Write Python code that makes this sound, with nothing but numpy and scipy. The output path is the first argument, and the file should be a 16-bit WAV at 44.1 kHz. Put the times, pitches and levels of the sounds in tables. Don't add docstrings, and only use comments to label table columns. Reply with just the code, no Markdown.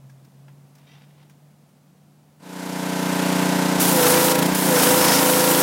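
import sys
import numpy as np
from scipy import signal
from scipy.fft import rfft, irfft, next_fast_len
from scipy.io import wavfile

SR = 44100
rng = np.random.default_rng(int(sys.argv[2]) if len(sys.argv) > 2 else 0)


def waveform_to_disk(signal):
    frames = np.transpose(np.atleast_2d(signal))
    scaled = np.clip(frames, -1, 1) * 32767
    samples = np.round(scaled).astype(np.int16)
    wavfile.write(sys.argv[1], SR, samples)


N = 247842
TIME = np.arange(N) / SR
PUMP_ORDER = 18
LOAD_DELAY_S, LOAD_RISE_S = .083, .105

# (on [s], off [s])
PULLS = [(3.796, 4.33), (4.544, 5.7)]
# (frequency [Hz], level [dB])
HISS_COLOUR = [(1500, -8), (3000, -2.5), (5000, -3), (7000, -1), (9500, 2), (13000, 1), (15800, -2)]


def from_db(db):
    return 10 ** (np.asarray(db) / 20)


def rms_one(x):
    return x / np.sqrt(np.mean(x ** 2) + 1e-20)


def in_time(rows):
    return np.interp(TIME, *np.transpose(rows))


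def late(x, delay_s):
    return np.interp(TIME - delay_s, TIME, x)


def bell(at_s, sigma_s):
    return np.exp(-.5 * ((TIME - at_s) / sigma_s) ** 2)


def bumps(events, sigma_s):
    return sum(from_db(db) * bell(at_s, sigma_s) for at_s, db in events)


def swell(cycle, place, width):
    return np.exp(-.5 * (((cycle - place + .5) % 1 - .5) / width) ** 2)


def at_hz(colour, hz):
    knots_hz, db = np.transpose(colour)
    hz = np.maximum(hz, 1)
    return from_db(np.interp(np.log(hz), np.log(knots_hz), db)) * np.minimum(hz / knots_hz[0], 1) ** 2


def noise(colour):
    size = next_fast_len(N)
    spectrum = rfft(rng.standard_normal(size)) * at_hz(colour, np.fft.rfftfreq(size, 1 / SR))
    return rms_one(irfft(spectrum, size)[:N])


def drift(rate_hz):
    hop, settle = 40, 2000
    r = np.exp(-2 * np.pi * rate_hz * hop / SR)
    slow = signal.lfilter([1], [1, -2 * r, r * r], rng.standard_normal(N // hop + settle + 2))[settle:]
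    return np.interp(np.arange(N) / hop, np.arange(len(slow)), rms_one(slow))


def resonate(x, hz, width_hz):
    r = np.exp(-np.pi * width_hz / SR)
    feedback = [1, -2 * r * np.cos(2 * np.pi * hz / SR), r * r]
    return signal.lfilter(np.array([1, 0, -1]) * (1 - r * r) / 2, feedback, x)


def repeat(partials, cycle, size=4096):
    shape = rms_one(irfft(np.r_[0, partials], size))
    return np.interp(cycle % 1 * size, np.arange(size + 1), np.r_[shape, shape[0]])


def outdoor_air(gain_db=8.0):
    # (time [s], level [dB])
    levels = [(0, -64.5), (1, -64.5), (1.8, -66), (2.38, -65.5)]
    # (frequency [Hz], level [dB])
    colour = [(40, -42), (85, -14.5), (115, -10), (150, -9.5), (185, -1.5), (235, -6), (380, -16.5),
              (620, -15.5), (830, -18), (1100, -22.5), (1750, -27.5), (4000, -31.5), (9300, -33),
              (15800, -36)]
    return from_db(in_time(levels) + gain_db) * noise(colour)


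def far_hum(gain_db=0.5, waver_db=1.7, waver_hz=1.15):
    # (time [s], frequency [Hz])
    pitches = [(0, 140.5), (.07, 134.5), (1.07, 144.9), (2.38, 149)]
    # (time [s], level [dB])
    levels = [(0, -50), (.06, -45.5), (.29, -55), (.4, -48), (.88, -54.5), (1.05, -51.5), (1.56, -56),
              (1.68, -61), (2.38, -56.5)]
    level_db = in_time(levels) + gain_db + waver_db * drift(11)
    hz = in_time(pitches) + waver_hz * drift(17)
    return from_db(level_db) * np.sqrt(2) * np.sin(2 * np.pi * np.cumsum(hz) / SR)


def ticks(gain_db=-6, tail_t60_s=0.11, crack_t60_s=0.017, crack_share=.45):
    # (time [s], level [dB], treble re mids [dB], rise [s])
    touches = [(.09, -54.5, 0, .013), (.24, -54.5, 0, .012), (.481, -45, -17, .001), (.748, -56, 6, .008),
               (.78, -57, 3, .005), (1.017, -55, -6, .003), (1.297, -49, 2, .001), (1.506, -61, -2, .003),
               (1.69, -63, 4, .003)]
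    mids = noise([(700, 3), (1800, 2), (3000, -3.0), (5000, -13.5), (12000, -28)])
    treble = noise([(3000, -10), (5500, 3), (8000, -4), (15000, -4)])
    out = np.zeros(N)
    for at_s, db, treble_db, rise_s in touches:
        age_s = np.clip(TIME - at_s, 0, 1)
        dying_s = np.maximum(age_s - rise_s, 0)
        crack = crack_share * from_db(-60 * dying_s / crack_t60_s)
        tail = (1 - crack_share) * from_db(-60 * dying_s / tail_t60_s)
        envelope = np.minimum(age_s / rise_s, 1) * (crack + tail)
        out += from_db(db + gain_db) * envelope * (mids + from_db(treble_db) * treble)
    return out


def clink():
    # (time [s], frequency [Hz], level [dB], t60 [s])
    strikes = [(.096, 1650, -55, 0.06)]
    out = np.zeros(N)
    for at_s, hz, db, t60_s in strikes:
        age_s = np.clip(TIME - at_s, 0, 1)
        out += from_db(db - 60 * age_s / t60_s) * np.sin(2 * np.pi * hz * age_s)
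    return out


def scrape(friction_db=-2, ring_db=6, grain_db=2.5, attack_s=0.0074, t60_s=0.27):
    # (start [s], length [s], level [dB], ring drive re friction [dB])
    strokes = [(0.748, .11, -66, -4), (0.863, 0.053, -61, 11), (0.926, .04, -58.5, -4),
               (1.002, .035, -63, -4), (1.08, 0.1, -71, -3), (1.175, .06, -63, -5)]
    # (frequency [Hz], level [dB])
    friction_colour = [(650, 2), (850, 6), (1150, -1), (1800, 1.5), (3500, -3), (4300, -5), (5800, -13),
                       (7000, -18), (15000, -23)]
    # (frequency [Hz], bandwidth [Hz], level [dB])
    metal_modes = [(1990, 36, -9), (2340, 30, -6), (2750, 60, -4), (2940, 25, -6), (3100, 25.28, -9),
                   (3200, 25, 1), (3500, 28, 1), (3740, 22, 4), (4670, 25, 1), (5140, 21, 7.5),
                   (5800, 90, 1), (6510, 30, -6)]
    rubbing, drive = 0, 0
    for at_s, length_s, db, drive_db in strokes:
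        dying_s = np.maximum(TIME - at_s - length_s, 0)
        stroke = from_db(db - 60 * dying_s / t60_s) * np.clip((TIME - at_s) / attack_s, 0, 1)
        rubbing += stroke
        drive += from_db(drive_db) * stroke
    grain = from_db(grain_db * drift(90)) * noise(friction_colour)
    force = drive * grain + 1e-18
    ringing = sum(from_db(db) * resonate(force, hz, width_hz) for hz, width_hz, db in metal_modes)
    return from_db(friction_db) * rubbing * grain + from_db(ring_db) * ringing


def buffets(sigma_s=0.02, draught_db=-61):
    # (time [s], level [dB])
    gusts = [(3.79, -48), (4.11, -41), (4.39, -46), (4.53, -45), (5.11, -41)]
    rumble = noise([(18, -6), (45, -4), (95, -1), (160, 5), (400, -40)])
    return (bumps(gusts, sigma_s) + from_db(draught_db)) * rumble


def firing_bursts(burst_sigma_s=0.0039, skirt_sigma_s=0.0099, skirt_db=-12, floor_db=-37):
    # (time [s], level [dB])
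    bursts = [(4.355, -25), (4.392, -25.5), (4.429, -26.5), (4.462, -29)]
    released = (TIME > PULLS[0][1]) & (TIME < PULLS[1][0])
    skirt = from_db(skirt_db) * bumps(bursts, skirt_sigma_s)
    return (bumps(bursts, burst_sigma_s) + skirt + from_db(floor_db) * released) * noise(HISS_COLOUR)


def pump_load(unload_delay_s=.048, unload_fall_s=.1135):
    load = 0
    for on_s, off_s in PULLS:
        rise = np.clip((TIME - on_s - LOAD_DELAY_S) / LOAD_RISE_S, 0, 1)
        fall = np.clip(1 - (TIME - off_s - unload_delay_s) / unload_fall_s, 0, 1)
        load += rise * fall
    return np.clip(load, 0, 1)


def pump(cycle, load, whine_db=-24, surge_db=3.5, surge_sigma_s=.15, waver_db=1.5):
    # (time [s], sigma [s], depth [dB])
    dips = [(4.833, 0.019, 10), (5.14, 0.087, 4.5)]
    surge = sum((TIME > on_s) * bell(on_s + LOAD_DELAY_S + LOAD_RISE_S, surge_sigma_s)
                for on_s, _ in PULLS)
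    dips_db = sum(depth_db * bell(at_s, sigma_s) for at_s, sigma_s, depth_db in dips)
    level_db = whine_db + surge_db * surge - dips_db + waver_db * drift(12.6)
    return from_db(level_db) * np.sqrt(2) * load * np.sin(2 * np.pi * PUMP_ORDER * cycle)


def pump_kick(cycle, depth_db=0.85):
    bump = swell(cycle, place=0.31, width=.1)
    return from_db(depth_db * (bump - bump.mean()))


def jet(load, throttle, load_share=0.16, hiss_db=-25.0, hiss_rise_db=6.5,
        drum_db=-32, drum_rise_db=10.5, splash_db=-40, splash_rise_db=10,
        flutter_db=1.0, spatter_db=2.0, open_s=0.0048, spurt_s=0.11, shut_s=0.023):
    # (spurt of stored pressure [dB], hiss trim [dB], drum trim [dB])
    strengths = [(6, 0.5, -1), (1, .5, -1)]
    # (time [s], sigma [s], splash [dB], drum [dB])
    crossings = [(4.308, 0.012, -38, -42), (5.08, 0.063, -25, -24), (5.13, 0.043, -21.5, -34)]
    # (frequency [Hz], level [dB])
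    drum_colour = [(60, -35), (110, -4), (170, -1), (330, 6.5), (550, -7.5), (660, 0.5), (800, 4.5),
                   (1020, 2.5), (1170, -2.5), (1400, -1), (2200, -7.5), (3500, -20), (7000, -35.5)]
    # (frequency [Hz], level [dB])
    splash_colour = [(1500, -3), (3000, -5.5), (4200, -7), (5300, 2.5), (6800, -7.5), (10000, -26)]
    power = load_share * load + (1 - load_share) * throttle
    nozzle, panel, edge = 0, 0, 0
    for (on_s, off_s), (spurt_db, nozzle_db, panel_db) in zip(PULLS, strengths):
        age_s = np.maximum(TIME - on_s, 0)
        valve = np.minimum(age_s / open_s, 1) * np.clip((off_s - TIME) / shut_s + .5, 0, 1)
        flow = valve * from_db(spurt_db * np.exp(-(age_s / spurt_s) ** 2))
        nozzle += flow * from_db(hiss_db + nozzle_db + hiss_rise_db * power)
        panel += flow * from_db(drum_db + panel_db + drum_rise_db * power)
        edge += flow * from_db(splash_db + splash_rise_db * power)
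    for at_s, sigma_s, edge_db, panel_db in crossings:
        edge = np.hypot(edge, from_db(edge_db) * bell(at_s, sigma_s))
        panel = np.hypot(panel, from_db(panel_db) * bell(at_s, sigma_s))
    hiss = nozzle * from_db(flutter_db * drift(41)) * noise(HISS_COLOUR)
    drum = panel * from_db(spatter_db * drift(19)) * noise(drum_colour)
    splash = edge * from_db(spatter_db * drift(32)) * noise(splash_colour)
    return hiss + drum + splash


def speed_sag(load, droop_hz=2.139, spring_hz=2.94, damping=.622, slip_cycles=.206):
    w = 2 * np.pi * spring_hz
    felt_load = signal.lfilter(*signal.bilinear([w * w], [1, 2 * damping * w, w * w], SR), load)
    return droop_hz * felt_load + slip_cycles * np.gradient(felt_load) * SR


def governor(sag_hz, idle=0.063, lag_s=0.031, full_sag_hz=3.3, bend=1.54):
    demand = np.maximum(late(sag_hz, lag_s) / full_sag_hz, 0) ** bend
    return np.clip(idle + (1 - idle) * demand, 0, 1)


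def coasting(sag_hz, drop_db_per_hz=3.0, lag_s=0.045):
    return from_db(drop_db_per_hz * np.minimum(late(sag_hz, lag_s), 0))


def muffler(orders, cycle, smear_rad, without_order=None):
    puffs = [(0.17, 0.83), (.302, 0.94), (.505, 1.0), (.63, 0.4)]
    db = np.array(orders)[:, 1]
    k = np.arange(1, len(db) + 1)
    puff_spectrum = -sum(strength * np.exp(-2j * np.pi * k * place) for place, strength in puffs)
    phase = np.angle(puff_spectrum) + smear_rad * (k / 10) ** 2 * rng.standard_normal(len(k))
    return repeat(from_db(db) * (k != without_order) * np.exp(1j * phase), cycle)


def valve_clatter(cycle, above_order, nominal_hz=30):
    # (frequency [Hz], level [dB])
    colour = [(1100, 11), (1230, -19), (1400, 8.5), (1800, 3.5), (2500, 2.5), (4000, -7)]
    k = np.arange(1, 140)
    scatter = rng.standard_normal((len(k), 2)) @ [1, 1j]
    return repeat((k > above_order) * at_hz(colour, nominal_hz * k) * scatter, cycle)


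def engine(cycle, load, throttle, note_db=-21.5, free_db=0.95, loaded_db=-0.1,
           clatter_db=-14, strain_db=3, rush_db=-29.0, bark_db=-18.0):
    # (order [x firing rate], level [dB])
    free_orders = [(1, -43), (2, -40), (3, -33), (4, -24), (5, -9.5), (6, 0.5), (7, -9.5), (8, -9), (9, -3),
                   (10, -4.5), (11, -46), (12, -13.5), (13, -12), (14, -40), (15, -10.5), (16, -15.5),
                   (17, -15), (18, -15.5), (19, -11), (20, -21.5), (21, -41), (22, -11.5), (23, -18.5),
                   (24, -17), (25, -43), (26, -32), (27, -15), (28, -17), (29, -15), (30, -10), (31, -23),
                   (32, -15.5), (33, -12.5), (34, -39), (35, -17), (36, -34)]
    # (order [x firing rate], level [dB])
    loaded_orders = [(1, -54), (2, -56), (3, -44), (4, -31.5), (5, -11.5), (6, -5), (7, -5), (8, -13.5),
                     (9, -10.5), (10, -1.5), (11, -17.5), (12, -4.5), (13, -23), (14, -19), (15, -13),
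                     (16, -9), (17, -11.5), (18, 0), (19, -9.5), (20, -23), (21, -7.5), (22, -12),
                     (23, -31), (24, -42), (25, -12.5), (26, -38), (27, -40), (28, -13), (29, -9.5),
                     (30, -39), (31, -38), (32, -13.5), (33, -25), (34, -4.5), (35, -14), (36, -47),
                     (37, -43), (38, -12.5)]
    # (order [x firing rate], level [dB])
    strain_orders = [(49, -15), (51, -19), (61, -19), (68, -23)]
    # (frequency [Hz], level [dB])
    rush_colour = [(200, -8), (300, -10.5), (480, -7.5), (740, -6.5), (950, -9), (1220, -8.5), (1450, -7.5),
                   (2000, -12.5), (2900, -14.5), (5500, -16), (10300, -19.5), (14900, -24.5), (15800, -37)]
    bark_colour = [(200, -22), (900, 8.5), (1180, 8.5), (1500, 5), (3000, 7), (6000, 0.5),
                   (10000, -22), (15000, -24)]
    cycle = cycle + .001 * drift(25)
    free = muffler(free_orders, cycle, smear_rad=0.18)
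    loaded = muffler(loaded_orders, cycle, smear_rad=0.35, without_order=PUMP_ORDER)
    exhaust = from_db(free_db) * np.sqrt(1 - load) * free + from_db(loaded_db) * np.sqrt(load) * loaded
    strain = load * sum(from_db(db + strain_db) * np.sin(2 * np.pi * (k * cycle + rng.random()))
                        for k, db in strain_orders)
    clatter = from_db(clatter_db + 0.77 * load) * valve_clatter(cycle, above_order=len(free_orders))
    note = from_db(note_db) * (exhaust + strain + clatter)
    rush = from_db(rush_db + 3.93 * swell(cycle, place=0.27, width=0.22)) * noise(rush_colour)
    blow_down = swell(cycle, place=0.36, width=0.072) + 0.14 * swell(cycle, place=0.75, width=0.033)
    bark = from_db(bark_db) * throttle * blow_down * noise(bark_colour)
    return note + rush + bark


def scene(free_firing_hz=30.184, start_cycle=.833, fade_start_s=2.389, fade_s=0.95, fade_bend=0.93):
    load = pump_load()
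    sag_hz = speed_sag(load)
    throttle = governor(sag_hz)
    cycle = start_cycle + np.cumsum(free_firing_hz - sag_hz) / SR
    machine = coasting(sag_hz) * engine(cycle, load, throttle) + pump(cycle, load)
    water = pump_kick(cycle) * jet(load, throttle)
    driveway = machine + water + firing_bursts() + buffets()
    engine_bay = far_hum() + outdoor_air() + ticks() + clink() + scrape()
    fade = np.clip((TIME - fade_start_s) / fade_s, 0, 1) ** fade_bend
    mono = (1 - fade) * engine_bay + fade * driveway
    return np.array([mono, mono])


def record(dry):
    cutoff_hz = 15900
    return signal.sosfilt(signal.ellip(12, .1, 100, cutoff_hz, fs=SR, output="sos"), dry)


dry = scene()
out = record(dry)
waveform_to_disk(out)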